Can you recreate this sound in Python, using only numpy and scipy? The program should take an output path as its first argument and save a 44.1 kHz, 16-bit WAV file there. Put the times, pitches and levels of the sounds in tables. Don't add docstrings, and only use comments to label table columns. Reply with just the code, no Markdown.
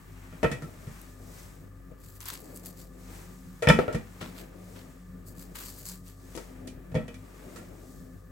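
import sys
import numpy as np
from scipy import signal
from scipy.fft import rfft, irfft, next_fast_len
from scipy.io import wavfile

SR = 44100
rng = np.random.default_rng(int(sys.argv[2]) if len(sys.argv) > 2 else 0)


def to_wav(s):
    ch = np.atleast_2d(s).T
    pcm = np.round(np.clip(ch, -1, 1) * 32767)
    wavfile.write(sys.argv[1], SR, pcm.astype(np.int16))


N = 366468
SIDES = np.array([[1], [-1]])

# start_s, swell_s, hold_s, crunch_db, wet_db
BITES = [(1.978, 0.065, 0.12, -56.5, -9.5), (2.199, 0.0081, 0.027, -53, 0.5),
         (2.241, 0.021, 0.0091, -43.5, -2), (2.277, 0.0047, 0.0069, -38, -2.5),
         (2.314, 0.014, 0.0081, -42.5, -5), (2.37, 0.02, 0.13, -55, -26), (2.532, .025, .02, -49.5, -19),
         (2.633, 0.022, .01, -44.5, -11.5), (2.67, 0.009, .03, -51.5, -24),
         (2.749, 0.058, .008, -48.5, -12), (4.204, .008, .008, -56, 13.5), (4.233, 0.02, 0.023, -57, 4),
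         (4.348, 0.037, .015, -49, -1), (4.736, 0.032, .03, -62.5, 6.5), (5.251, 0.018, 0.032, -52, -19),
         (5.349, 0.047, 0.026, -50, -12), (5.546, 0.0073, 0.076, -45.5, -3.5),
         (5.614, 0.038, 0.052, -44, -12.5), (5.74, 0.037, 0.043, -49, -14),
         (5.841, 0.029, 0.019, -39.5, -15.5), (5.887, 0.014, 0.03, -47, -10),
         (6.038, 0.042, 0.014, -52.5, -7.5)]
SWELL_DB, FADE_DB_PER_S = 13.5, 261
# pitch_hz, level_db (per Hz)
CRUNCH_COLOUR = [(1470, -34), (2500, -70), (4020, -3.5), (4650, 2.5), (5100, -0.5), (5500, -3), (7710, 6.5),
                 (9550, -1), (12100, 6), (15600, 3)]
# start_s, peak_db, pitch_hz
SNAPS = [(1.015, -39, 12800), (2.0023, -46, 11000), (2.205, -33.5, 8400), (2.213, -37, 8140),
         (2.2204, -35, 11500), (2.2294, -42, 8700), (2.24, -35, 13100), (2.256, -30.5, 8040),
         (2.2685, -36, 6710), (2.2848, -20.5, 11800), (2.338, -27, 13100), (2.404, -37, 11200),
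         (2.4434, -43, 11600), (2.5441, -39, 9770), (2.5611, -32, 9900), (2.5735, -30, 9910),
         (2.597, -43, 7850), (2.6508, -40, 7480), (2.6597, -30, 12000), (2.6674, -39, 11300),
         (5.2654, -43, 12500), (5.5565, -38, 8250), (5.855, -29, 7800), (5.876, -39, 7880),
         (5.888, -29.5, 7500), (5.9748, -51, 6800), (6.081, -38, 8500), (6.365, -31, 8110),
         (6.6724, -38, 8350), (6.6774, -48, 8360)]
SNAP_PAN_DB = 2.2

# start_s, level_db, bass_db, bass_hz, wall_db, wall_hz, crack_db, contact_ms, ring_share (ratio), pan_db
KNOCKS = [(0.326, -47.5, 11, 131.5, 1.5, 1890, -26, 8, 0.92, 1),
          (0.43, -14.5, -12, 374, -10, 1900, -26.5, 9, 0.9, 3),
          (0.444, -17.5, -1.5, 202, -3, 1920, -31, 7.4, 0.57, -1.5),
          (0.515, -28.5, 5.5, 111, 0.5, 2020, -12.5, 16, .7, 0),
          (0.621, -40, 10.5, 141, 3.5, 1250, -12, 20, 0.67, -1),
          (0.87, -49.5, 15.5, 145, 0.5, 1930, -9, 10, 1.0, 1.5),
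          (1.912, -48, -5, 170, -27, 1250, -29, 7.5, .6, 9),
          (3.623, -18.5, -18, 110, -6.5, 1990, -21.5, 23, 0.73, 2),
          (3.672, -15.5, 0.5, 156, 2, 2030, -27, 4.9, 0.8, 0.5),
          (3.687, -12.5, 0.5, 174, 1, 2800, -13, 5, 0.92, -0.5),
          (3.699, -10.5, -1, 177, 1.5, 1890, -23, 6.9, 0.66, 1),
          (3.753, -39.5, 7, 180, 7.5, 1320, -22, 11, .65, -7),
          (3.789, -11, -7, 331, -9, 1440, -35, 5, 0.34, 2),
          (3.88, -20.5, -7.5, 150, -8, 1330, -55, 3.3, 0.68, 1),
          (3.927, -33, 0, 129, -8, 1910, -13, 14, 1.3, 3),
          (3.947, -24.5, -0.5, 185, -6.5, 1880, -19.5, 10, 0.76, -1.5),
          (4.213, -35.5, 4, 239, -3.5, 1350, -10, 10, 0.67, 2),
          (6.351, -38.5, 1, 330, -20, 1290, -7, 7.9, 1.3, 10),
          (6.375, -30.5, -15, 301, -6, 1470, -12, 6.8, 0.41, 4),
          (6.675, -50.5, 10, 258, 6, 2460, 5.5, 11, 0.41, -0.5),
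          (6.916, -47, 14.5, 110, -5, 1970, -16, 11, 0.88, 0),
          (6.944, -27, 9.5, 111, -13, 1700, -26, 12, 0.55, 3),
          (6.952, -24.5, 4.5, 201, -6.5, 2150, -26, 22, 0.96, -0.5),
          (7.08, -40.5, -2.5, 256, -2, 2480, -12, 6.6, 0.98, -0.5),
          (7.142, -54.5, 10, 120, 8.5, 2680, 1, 9, 0.91, -1),
          (7.56, -44.5, -11, 258, 5, 1370, -6, 25, .6, -5)]
# pitch_hz, level_db, t60_s
TUB_TONES = [(114.6, -4.5, 0.2), (158.7, 3.5, 0.12), (221.8, -7, 0.34), (306, -0.5, 0.052),
             (337.5, 2, 0.075), (396.5, -2.5, 0.06), (470.3, -4, 0.11), (498.2, -6, 0.15),
             (620.5, -7.5, 0.11), (683, -9.5, 0.032), (907, -7, 0.17), (1257, -24, 0.24),
             (1324.4, -5.5, 0.17), (1396, -9, 0.1), (1830, -2.5, 0.036), (1906, -18.5, 0.18),
             (1912, -10, 0.14), (2306, -6.5, 0.056), (2386, -13.5, 0.36), (2567, -13, 0.21),
             (3015, -14.5, 0.24), (3340, -12, 0.18), (3485, -12, 0.061), (4250, -22, .06), (4570, -35, .06),
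             (5200, -4, 0.069)]
BASS_BELOW_HZ, WALL_ABOVE_HZ = 400, 1000
LONGEST_CYCLES = 300
FAR_PANEL_HZ, FAR_PANEL_SLOPE = 913.4, 0.47

KITCHEN_T60_S, WALL_CUT_HZ, KITCHEN_DB = 0.23, 2400, -16

# start_s, hiss_db, rub_db, thud_db
RUSTLE = [(0.0, -64, -61, -66), (0.25, -61.5, -57, -61.5), (0.7, -60.5, -59, -52), (0.99, -56, -54.5, -60),
          (1.18, -62, -64.5, -56), (1.39, -52, -54.5, -55), (1.69, -69.5, -68, -61.5),
          (2.2, -73, -68.5, -62.5), (2.5, -65, -59.5, -49.5), (2.9, -66.5, -69.5, -60.5),
          (3.15, -52.5, -52, -51.5), (3.4, -61.5, -63.5, -62.5), (4.03, -62.5, -61, -70),
          (4.28, -57, -55, -49), (4.5, -66, -61, -53.5), (4.75, -57, -59.5, -52), (5.08, -67.5, -66.5, -64),
          (5.3, -68.5, -65.5, -55), (5.75, -54.5, -62.5, -55.5), (6.1, -68, -74.5, -62),
          (6.36, -55, -57, -57), (6.75, -71, -64, -53.5), (7.15, -65.5, -62.5, -59.5),
          (7.57, -56.5, -55, -48), (7.7, -63, -60.5, -52), (7.91, -58.5, -66, -54),
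          (8.31, -71.5, -70.5, -61)]
# pitch_hz, level_db (per Hz)
HISS_COLOUR = [(1470, -42.5), (2500, -15.5), (2920, -12.5), (3460, -7), (7950, -2), (9720, -8),
               (11300, -6.5), (13400, -7.5), (15800, -7)]
SETTLE_S, SETTLE_RUB_DB, SETTLE_THUD_DB = 0.04, -24.5, -20

MOTOR_HZ, MOTOR_DB = 48.2, -48
# pitch_hz, width_hz, level_db
HUM = [(518, 3.7, -71.5), (1196, 120, -68), (1732, 21, -75), (1932, 50, -81)]
# pitch_hz, level_db, beats_per_s, loudest_s, partner_share (0-1)
THROBS = [(97.3, -55.5, 1.997, 4.18, 0.83), (180.3, -56.5, 2.41, 5.12, 0.68), (256.3, -60.5, 2.2, 5.27, 1),
          (271, -63, 1.6, 4.3, 0.6)]
# start_s, lower_db, upper_db
THROB_SWELLS = [(0.0, -11, 0.5), (1.5, -12, -0.5), (2.0, -12, -13), (2.6, 3.5, -2), (3.4, 5, -2),
                (5.1, 4, 2.5), (6.1, 0.5, -7.5), (6.6, -5, 10.5), (7.3, -2, 4.5), (8.31, -4, 4)]
# pitch_hz, level_db (per Hz)
AIR_COLOUR = [(18, -30.5), (30, -9), (103, -5), (127, -6.5), (183, -1.5), (232, -27.5), (271, -5.5),
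              (301, -25), (362, -14), (698, -47.5), (1790, -26), (2100, -60), (4150, -51), (5120, -58.5),
              (15800, -38.5)]
AIR_DB = -53

# pitch_hz, likeness (0-1)
LIKENESS = [(50, 0.75), (250, 0.85), (600, 0.1), (3000, 0.042), (8000, 0.91), (14000, .35)]
# pitch_hz, lean_db
LEAN = [(50, 7), (150, -0.5), (400, 7.5), (2000, 1.5), (6000, 0.5), (14000, 5)]
CUTOFF_HZ = 15950


def from_db(db):
    return 10 ** (np.asarray(db) / 20)


def rms_one(x):
    return x / np.sqrt(np.mean(x ** 2) + 1e-20)


def in_time(rows):
    times, *columns = np.transpose(rows)
    return [np.interp(np.arange(N) / SR, times, column) for column in columns]


def at_hz(points, hz):
    points = np.array(points)
    return np.interp(np.log(np.maximum(hz, 1)), np.log(points[:, 0]), points[:, 1])


def drift(rate):
    step = 40
    r = np.exp(-2 * np.pi * rate * step / SR)
    noise = rng.standard_normal(N // step + 2002)
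    slow = signal.lfilter([1], [1, -2 * r, r * r], noise)[2000:]
    return np.interp(np.arange(N) / step, np.arange(len(slow)), rms_one(slow))


def band(x, low_hz, high_hz):
    return signal.sosfilt(signal.butter(2, [low_hz, high_hz], "band", fs=SR, output="sos"), x)


def ring(x, hz, t60):
    r = from_db(-60 / (t60 * SR))
    turn = 2 * np.pi * hz / SR
    return signal.lfilter([0, np.sin(turn)], [1, -2 * r * np.cos(turn), r * r], x + 1e-18)


def coloured(pair, spectrum):
    size = next_fast_len(N)
    hz = np.fft.rfftfreq(size, 1 / SR)
    mid, side = rfft(pair, size)
    alike = at_hz(LIKENESS, hz)
    stereo = np.sqrt(1 + alike) * mid + np.sqrt(1 - alike) * side * SIDES
    stereo = stereo * from_db(at_hz(spectrum, hz) + at_hz(LEAN, hz) / 2 * SIDES)
    return rms_one(irfft(stereo, size)[:, :N])


def gritty(per_s, spread_db, smooth):
    sizes = from_db(spread_db * np.minimum(rng.exponential(1, N), 4))
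    grains = sizes * (rng.random(N) < per_s / SR)
    grains = signal.lfilter([1], [1, -.9], grains)
    return (rms_one(grains) + smooth) * rng.standard_normal((2, N))


def wavering(hz, width_hz):
    t60 = np.log(1000) / (np.pi * width_hz)
    noise = rng.standard_normal((2, N + SR))
    tone = ring(ring(noise, hz, t60), hz, t60)[:, SR:]
    mid, side = rms_one(tone)
    return (mid + 0.23 * side * SIDES) * from_db(at_hz(LEAN, hz) / 2 * SIDES)


def knife():
    grains = gritty(700, 2.5, smooth=1.5) * from_db(1.8 * drift(70))
    crunch = coloured(grains, CRUNCH_COLOUR)
    lower = signal.sosfilt(signal.butter(1, 6500, fs=SR, output="sos"), crunch)
    tilt = from_db(1.8 * drift(8))
    dry_crunch = rms_one(lower * tilt + (crunch - lower) / tilt)
    wet_crunch = coloured(grains, [(500, -21), (1000, 0.5), (2000, -2.5), (3500, -4.0), (6000, -16), (9000, -52)])
    t = np.arange(N) / SR
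    dry_power, wet_power = 0, 0
    for start, swell, hold, crunch_db, wet_db in BITES:
        rise_db = SWELL_DB * np.minimum((t - start) / swell - 1, 0)
        fade_db = FADE_DB_PER_S * np.maximum(t - start - swell - hold, 0)
        power = (t > start) * from_db(crunch_db + rise_db - fade_db) ** 2
        dry_power = dry_power + power
        wet_power = wet_power + power * from_db(wet_db) ** 2
    return np.sqrt(dry_power) * dry_crunch + np.sqrt(wet_power) * wet_crunch


def snaps():
    size = 900
    out, t = np.zeros((2, N + size)), np.arange(size) / SR
    fade = np.exp(-t / .0009) + .15 * np.exp(-t / .004)
    for start, peak_db, hz in SNAPS:
        mid, side = rng.standard_normal((2, size))
        burst = (mid + .6 * side * SIDES) * fade
        click = band(burst, hz * .65, hz * 1.3) + .3 * band(burst, 1500, 14000)
        click = click / np.abs(click.mean(axis=0)).max()
        at = round(start * SR)
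        out[:, at:at + size] += click * from_db(peak_db + SNAP_PAN_DB / 2 * SIDES)
    return out[:, :N]


def knocks():
    size = round(.4 * SR)
    out, t = np.zeros((2, N + size)), np.arange(size) / SR
    for (start, blow_db, bass_db, bass_hz, wall_db, wall_hz, crack_db,
         contact_ms, ring_share, pan_db) in KNOCKS:
        contact = np.exp(-t / (contact_ms / 1000))
        body = np.zeros((2, size))
        for hz, level_db, t60 in TUB_TONES:
            push = rng.standard_normal((2, size)) * (contact + 0.24 * np.exp(-t / 0.041))
            push[0, 0] = 7.3
            push = push / np.sqrt(np.sum(push[0] ** 2))
            ring_s = min(t60 * ring_share, LONGEST_CYCLES / hz)
            mid, side = ring(push, hz, ring_s)
            level_db += rng.normal(0, 2.1)
            if hz < BASS_BELOW_HZ:
                level_db += bass_db - 12.4 * np.log2(hz / bass_hz) ** 2
                side = 0.1 * side
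            elif abs(hz / FAR_PANEL_HZ - 1) < .1:
                level_db += FAR_PANEL_SLOPE * blow_db
            elif hz > WALL_ABOVE_HZ:
                level_db += wall_db - 14.8 * np.log2(hz / wall_hz) ** 2
            body += from_db(level_db) * (mid + 0.72 * side * SIDES)
        buzz_noise, crack_noise = rng.standard_normal((2, 2, size))
        buzz = band(buzz_noise * contact, 0.22 * wall_hz, 1.35 * wall_hz)
        crack = band(crack_noise * (contact + 0.79 * np.exp(-t / 0.038)), 2300, 9300)
        hit = body + from_db(wall_db - 5.0) * buzz + from_db(crack_db) * crack
        at = round(start * SR)
        out[:, at:at + size] += from_db(blow_db + pan_db / 2 * SIDES) * hit
    return out[:, :N]


def kitchen(x):
    out, dull = np.zeros((2, N)), np.exp(-2 * np.pi * WALL_CUT_HZ / SR)
    size = next_fast_len(N + SR)
    one_sample = np.exp(-2j * np.pi * np.fft.rfftfreq(size))
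    spectrum = rfft(x, size)
    lags = (rng.uniform(.010, .035, 12) * SR).astype(int)
    for k, lag in enumerate(lags):
        loss = from_db(-60 * lag / SR / KITCHEN_T60_S)
        dulling = (1 - dull) / (1 - dull * one_sample)
        loop = loss * dulling * one_sample ** lag
        echoes = irfft(spectrum * loop / (1 - loop), size)[:N]
        out[k % 2] += echoes * (-1) ** (k // 2)
    return out


def settling():
    blows = np.zeros(N)
    for start, blow_db, *_ in KNOCKS:
        blows[round(start * SR)] = from_db(blow_db)
    return signal.lfilter([1], [1, -np.exp(-1 / (SETTLE_S * SR))], blows + 1e-18)


def rustle():
    hiss_db, rub_db, thud_db = in_time(RUSTLE)
    after_knock = settling()
    hiss = coloured(gritty(2500, 2.3, smooth=2.8), HISS_COLOUR)
    rub = coloured(gritty(1100, 1.8, smooth=3.7),
                   [(500, -8.5), (800, 1.5), (2200, -2), (4000, -15), (7000, -28.5)])
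    thud = coloured(rng.standard_normal((2, N)),
                    [(70, -41.0), (120, -5.5), (300, 2.5), (650, -4), (1000, -22), (2000, -71.5)])
    hiss_gain = from_db(hiss_db + 0.46 * drift(12))
    rub_gain = from_db(rub_db + 0.6 * drift(20)) + from_db(SETTLE_RUB_DB) * after_knock
    thud_gain = from_db(thud_db + 2.1 * drift(17.7)) + from_db(SETTLE_THUD_DB) * after_knock
    return hiss * hiss_gain + rub * rub_gain + thud * thud_gain


def room_tone():
    t = np.arange(N) / SR
    motor = np.sin(2 * np.pi * MOTOR_HZ * t) * from_db(MOTOR_DB + 1.4 * drift(2.5) + 0.96 * SIDES)
    air = from_db(AIR_DB + 2.2 * drift(5)) * coloured(rng.standard_normal((2, N)), AIR_COLOUR)
    out = motor + air
    for hz, width_hz, level_db in HUM:
        out += from_db(level_db) * wavering(hz, width_hz)
    swells_db = [0, *in_time(THROB_SWELLS), 0]
    for (hz, level_db, beats, loudest, share), swell_db in zip(THROBS, swells_db):
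        beating = 1 + share * np.exp(2j * np.pi * beats * (t - loudest))
        tone = (np.exp(2j * np.pi * hz * t) * beating).real
        out += tone * from_db(level_db + swell_db + 2.07 * drift(4.3) + at_hz(LEAN, hz) / 2 * SIDES)
    return out


def scene():
    near = knife() + snaps() + knocks()
    echo = from_db(KITCHEN_DB) * kitchen(near.mean(axis=0))
    return near + echo + rustle() + room_tone()


def record(dry):
    low_cut = signal.sosfilt(signal.butter(4, 40., "high", fs=SR, output="sos"), dry)
    return signal.sosfilt(signal.ellip(12, .5, 60, CUTOFF_HZ, fs=SR, output="sos"), low_cut)


dry = scene()
out = record(dry)
to_wav(out)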